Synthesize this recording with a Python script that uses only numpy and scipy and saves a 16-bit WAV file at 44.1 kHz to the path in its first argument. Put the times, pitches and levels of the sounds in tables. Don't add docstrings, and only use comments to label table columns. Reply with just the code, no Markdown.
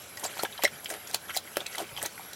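import sys
import numpy as np
from scipy import signal
from scipy.fft import rfft, irfft, next_fast_len
from scipy.io import wavfile
from scipy.ndimage import uniform_filter1d

SR = 44100
rng = np.random.default_rng(int(sys.argv[2]) if len(sys.argv) > 2 else 0)


def store_wav(level_fs):
    pcm = np.round(np.clip(np.atleast_2d(level_fs), -1, 1) * 32767)
    wavfile.write(sys.argv[1], SR, pcm.T.astype(np.int16))


N = 103635
T = np.arange(N) / SR


def amp(db):
    return 10 ** (np.asarray(db) / 20)


def unit_rms(x):
    return x / np.sqrt(np.mean(x ** 2) + 1e-20)


def curve_db(points, hz):
    point_hz, point_db = np.transpose(points)
    return np.interp(np.log(hz + 1), np.log(point_hz + 1), point_db)


def add(mix, start_s, sound):
    at = round(start_s * SR)
    part = mix[max(at, 0):max(at + len(sound), 0)]
    part += sound[max(-at, 0):][:len(part)]


def band_noise(hz, width_hz):
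    f = np.fft.fftfreq(next_fast_len(len(hz)), 1 / SR)
    white = rng.standard_normal(len(f)) + 1j * rng.standard_normal(len(f))
    slow = np.fft.ifft(np.fft.fft(white) / (1 + 2 * (f / width_hz) ** 2) ** 2)
    carrier = np.exp(2j * np.pi * np.cumsum(hz) / SR)
    return unit_rms((slow[:len(hz)] * carrier).real)


def swell(u, steepness=1.27):
    return (u * np.exp(1 - u)) ** steepness


def bubble(hz, swell_s, glide=0.024):
    u = np.arange(int(8 * swell_s * SR) + 2) / SR / swell_s
    pitch = hz * (1 + glide * (u - 1))
    return swell(u) * np.sin(2 * np.pi * np.cumsum(pitch) / SR)


def yard(level_db=-49.5, patch_db=4):
    # frequency in Hz, relative level in dB.
    air_curve = [(40, -27), (55, -27), (75, 8), (110, 2.5), (200, 3), (400, 0), (900, 0.5), (2000, -0.5),
                 (4000, -5.5), (9000, -11.5), (13000, -14.5)]
    hz = np.fft.rfftfreq(2048, 1 / SR)
    real, imag, patches = rng.standard_normal((3, N // 512 + 5, len(hz)))
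    patches = uniform_filter1d(patches, size=6, axis=0, mode="wrap")
    patches = unit_rms(uniform_filter1d(patches, size=24, axis=1, mode="wrap"))
    depth = hz / (hz + 400)
    spectra = (real + 1j * imag) * amp(curve_db(air_curve, hz) + patch_db * depth * patches)
    air = signal.istft(spectra.T, nperseg=2048, noverlap=1536)[1][:N]
    return amp(level_db) * unit_rms(air)


def insect(level_db=-53, rise_db=1, skirt_db=-5.5):
    phrase_starts = [-.16, .063, .278, .484, .7, .912, 1.197, 1.418, 1.65, 1.884, 2.124]
    phrase_s, fade_s = 0.205, 0.038
    top_hz, climb_hz, width_hz = 11420, 384.6, 520
    pulse_hz, pulse_depth = 222, 0.6
    out, t = np.zeros(N), T[:SR // 4]
    progress = np.minimum(t / phrase_s, 1)
    hz = top_hz - climb_hz * (progress / 0.65 - 1) ** 2
    fade = np.clip(np.minimum(t, phrase_s - t) / fade_s, 0, 1)
    envelope = fade * amp(level_db + rise_db * (progress - 0.5))
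    strokes = 1 + pulse_depth * np.cos(2 * np.pi * pulse_hz * t)
    for start_s in phrase_starts:
        rasp = band_noise(hz, width_hz)
        skirt = amp(skirt_db) * band_noise(hz - width_hz / 2, 2 * width_hz)
        add(out, start_s, envelope * strokes * (rasp + skirt))
    return out


def bumps():
    # middle in seconds, half length in seconds, pitch in Hz, level in dB.
    thuds = [(0.738, 0.015, 186.3, -50), (1.929, 0.0031, 170, -47), (1.97, 0.048, 104.8, -53.5)]
    out = np.zeros(N)
    for middle_s, half_s, hz, db in thuds:
        envelope = amp(db) * np.exp(-((T - middle_s) / half_s) ** 2 / 2)
        out += envelope * band_noise(np.full(N, hz), width_hz=160)
    return out


def squelches(pitch_count=64, size_spread_db=3.5, smear_s=0.0056, chew_swing_db=2.3, chew_hz=19):
    # middle in seconds, half length in seconds,
    # then the levels of gurgle, crackle and fizz in dB.
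    squeezes = [(0.248, 0.012, -38, -42.5, -38), (0.303, 0.05, -58, -46.5, -54),
                (0.392, 0.026, -59, -44, -48), (0.432, 0.0051, -60, -41, -33.5),
                (0.454, 0.0038, -54, -29, -46), (0.627, 0.0048, -67, -35.5, -45),
                (0.678, 0.0039, -62, -34, -46), (0.912, .012, -44, -50, -41.5),
                (0.946, 0.018, -47, -46.5, -60), (1.102, 0.0073, -52, -50, -50),
                (1.146, 0.0097, -42, -40.5, -38.5), (1.301, 0.009, -50, -40, -49.5),
                (1.36, 0.013, -56, -39.5, -38), (1.609, 0.0087, -42, -44, -53),
                (1.741, 0.024, -71, -46, -52), (1.804, 0.017, -37.5, -44, -44),
                (1.984, 0.0088, -58, -58, -44.5), (2.032, 0.011, -44.5, -40.5, -39.5),
                (2.06, 0.0056, -41, -34, -38.5)]
    # lowest and highest pitch in Hz,
    # bubbles per second, swell time in cycles, level between bites in dB.
    bubble_bands = [(358, 1113, 900, 0.77, -58), (1237, 4720, 1300, 1.73, -57),
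                    (5130, 13360, 2200, 2.2, -56.5)]
    out, t = np.zeros(N), T[:2048]
    for band, (low_hz, high_hz, rate, cycles, rest_db) in enumerate(bubble_bands):
        sizes = amp(size_spread_db * np.minimum(rng.exponential(1, N), 3))
        onsets = np.flatnonzero(rng.random(N) < rate / SR)
        steps = (np.arange(pitch_count) + rng.random(pitch_count)) / pitch_count
        pitches = low_hz * (high_hz / low_hz) ** steps
        rings = [bubble(hz, cycles / hz) * np.sqrt(hz) for hz in pitches]
        choice = rng.integers(0, pitch_count, N)
        swarm = np.zeros(N)
        for at in onsets:
            add(swarm, at / SR, sizes[at] * rings[choice[at]])
        swarm = unit_rms(swarm)
        scatter = rng.choice([-1, 1], len(t)) * np.exp(-t / smear_s)
        blurred = unit_rms(signal.oaconvolve(swarm, scatter)[:N])
        wander = np.interp(T, np.arange(192) / (2 * chew_hz), rng.standard_normal(192))
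        chew_gain = amp(rest_db + chew_swing_db * np.clip(wander, -2, 2))
        bite_power = sum(amp(levels[band]) ** 2 * np.exp(-((T - middle_s) / half_s) ** 2)
                         for middle_s, half_s, *levels in squeezes)
        out += swarm * np.sqrt(bite_power) + unit_rms(blurred + 0.5 * swarm) * chew_gain
    return out


def ticks(followers=5, ring_cycles=6, spread_s=0.0071, spread_octaves=0.7):
    # start in seconds, pitch in Hz, peak level in dB.
    bursts = [(0.1731, 1950, -32.5), (0.526, 3750, -33), (.578, 4000, -31), (0.8585, 3180, -24.5),
              (1.305, 2210, -31.5), (1.475, 2050, -36), (1.559, 3060, -31.5), (1.6617, 2620, -27),
              (1.665, 3960, -26), (1.7488, 2010, -28.5), (1.843, 2390, -36), (1.892, 3070, -38.5),
              (1.965, 3230, -31), (1.975, 3090, -25.5), (1.995, 3170, -31), (2.178, 2120, -35)]
    out, t = np.zeros(N), T[:1024]
    ring = lambda hz: np.sin(2 * np.pi * hz * t) * np.exp(-hz * t / ring_cycles)
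    for start_s, hz, db in bursts:
        add(out, start_s, amp(db) * ring(hz))
        for late, detune in rng.random((followers, 2)):
            follower = ring(hz * 2 ** (spread_octaves * (2 * detune - 1)))
            drop_db = 9.5 * (0.5 + late)
            add(out, start_s + spread_s * late, amp(db - drop_db) * follower)
    return out


def pops():
    # start in seconds, pitch in Hz, peak level in dB, swell time in ms.
    pockets = [(.2348, 817, -37, 1.3), (.2485, 690, -28.5, 2.2), (0.2494, 4600, -33.5, 2.3),
               (0.2608, 7530, -27, 2), (0.3694, 850, -28.5, 0.75), (0.3943, 1357, -32, 2.5),
               (0.3939, 4240, -28, 1.7), (.4345, 516, -19, 1.36), (.4450, 790, -25, 1.6),
               (0.45, 1362, -34.5, 1.8), (0.5923, 920, -28, 1.04), (.6372, 845, -15.5, 0.57),
               (0.6405, 478, -20.5, 1.05), (.6460, 595, -17, 2.3), (0.6448, 3960, -20.5, 1.9),
               (0.6517, 2040, -11, 1.63), (0.651, 5400, -17, 0.9), (0.9013, 1640, -32.5, 1.35),
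               (.9100, 624, -32.5, 2.25), (.925, 630, -32, 1.04), (1.1435, 4200, -19, 1.16),
               (1.1455, 7760, -27, 0.58), (1.1462, 720, -25.5, 0.48), (1.3658, 685, -26.5, 1.5),
               (1.3655, 4820, -22, 0.6), (1.3728, 3900, -19, 0.9), (1.5695, 527, -16, 1.35),
               (1.6048, 3500, -26.5, 0.92), (1.665, 7900, -30, 0.55), (1.7795, 867, -34, 1.1),
               (1.8018, 660, -27, 1.2), (1.816, 393, -29, 1.6), (1.826, 410, -44, 2.4),
               (1.9845, 910, -31, 0.64), (2.0172, 1830, -33.5, 1.1), (2.0345, 544, -27.5, 0.95),
               (2.0602, 6300, -27, 1.1), (2.1950, 880, -37.5, 1.45)]
    out, t = np.zeros(N), T[:2048]
    for start_s, hz, db, swell_ms in pockets:
        swell_s = swell_ms / 1000
        spatter = swell(t / (2.53 * swell_s)) * band_noise(np.full(len(t), hz), width_hz=0.53 * hz)
        spatter_db = -28 + 0.43 * db
        add(out, start_s, amp(db) * bubble(hz, swell_s))
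        add(out, start_s, amp(spatter_db) * spatter)
    return out


def smacks(grain=0.33, resonance_db=4):
    # start in seconds, level in dB, swell time in ms,
    # brightness in dB per octave.
    snaps = [(0.1705, -39, 3, 2), (0.196, -37.5, 1.9, 12), (0.2385, -30.5, 2.6, 1),
             (0.392, -29.5, 1.1, -6.5), (0.4334, -23.5, 0.78, -5.5), (0.6357, -17.5, 1.1, -0.5),
             (0.64, -20.5, .7, -2), (0.645, -25, 2.6, 2.5), (0.845, -34, 0.87, 13), (0.891, -37.5, 2.3, 7),
             (0.9006, -33, 2.7, 4), (0.939, -31.5, 0.95, 1), (1.0714, -39.5, 2.7, 1), (1.112, -32, 0.49, 3),
             (1.1447, -19.5, 1.2, 3.5), (1.3656, -24.5, 0.65, 14), (1.3714, -22, 1.2, 4.5),
             (1.5689, -20.5, 1.26, -0.5), (1.6645, -34, 1.2, 1.5), (1.7547, -35, 1.8, 4),
             (1.7814, -28, 1.46, 0), (2.0278, -21.5, 0.5, 32), (2.0600, -26, 0.69, 5),
             (2.331, -37.5, 2.4, 1)]
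    # frequency in Hz, relative level in dB.
    mouth_curve = [(100, -31), (300, -12.5), (800, 7), (1500, -1.5), (2800, 3.5), (4300, 3.5), (7500, 0),
                   (11000, -2), (16000, -5)]
    out, t = np.zeros(N), T[:2048]
    hz = np.fft.rfftfreq(len(t), 1 / SR)
    octaves = np.log2(np.clip(hz, 300, 9000))
    hardest_db = max(row[1] for row in snaps)
    for start_s, db, swell_ms, tilt in snaps:
        noise, sizes, ripple = rng.standard_normal((3, len(t)))
        clicks = noise * np.exp(grain * sizes)
        ripple_db = resonance_db * unit_rms(uniform_filter1d(ripple[:len(hz)], size=40))
        dull_db = 0.3 * (hardest_db - db) * np.maximum(hz / 4500 - 2, 0)
        colour = amp(curve_db(mouth_curve, hz) + ripple_db - dull_db + tilt * octaves)
        envelope = swell(t * 1000 / swell_ms)
        burst = envelope * irfft(rfft(clicks) * colour)
        add(out, start_s, amp(db) * burst * np.linalg.norm(envelope) / np.linalg.norm(burst))
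    return out


def pen(sound, tail_db=-9, t60_s=0.085, fade_in_s=0.00043):
    # delay in seconds, linear gain.
    echoes = [(.0031, 0.091), (.0083, 0.071), (0.0119, .10)]
    t = T[:SR // 3]
    tail = rng.standard_normal(len(t)) * amp(-60 * t / t60_s) * np.minimum(t / fade_in_s, 1)
    response = amp(tail_db) * tail / np.linalg.norm(tail)
    for delay_s, gain in echoes:
        add(response, delay_s, np.array([gain]))
    return sound + signal.fftconvolve(sound, response)[:N]


def scene():
    eating = pops() + ticks() + smacks() + squelches()
    return (pen(eating) + bumps() + insect() + yard())[None]


def record(dry, low_cut_hz=55, top_hz=16000):
    low_cut = signal.butter(4, low_cut_hz, "high", fs=SR, output="sos")
    band_limit = signal.firwin(511, top_hz, window=("kaiser", 9), fs=SR)
    return signal.oaconvolve(signal.sosfilt(low_cut, dry), band_limit[None], "same")


dry = scene()
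out = record(dry)
store_wav(out)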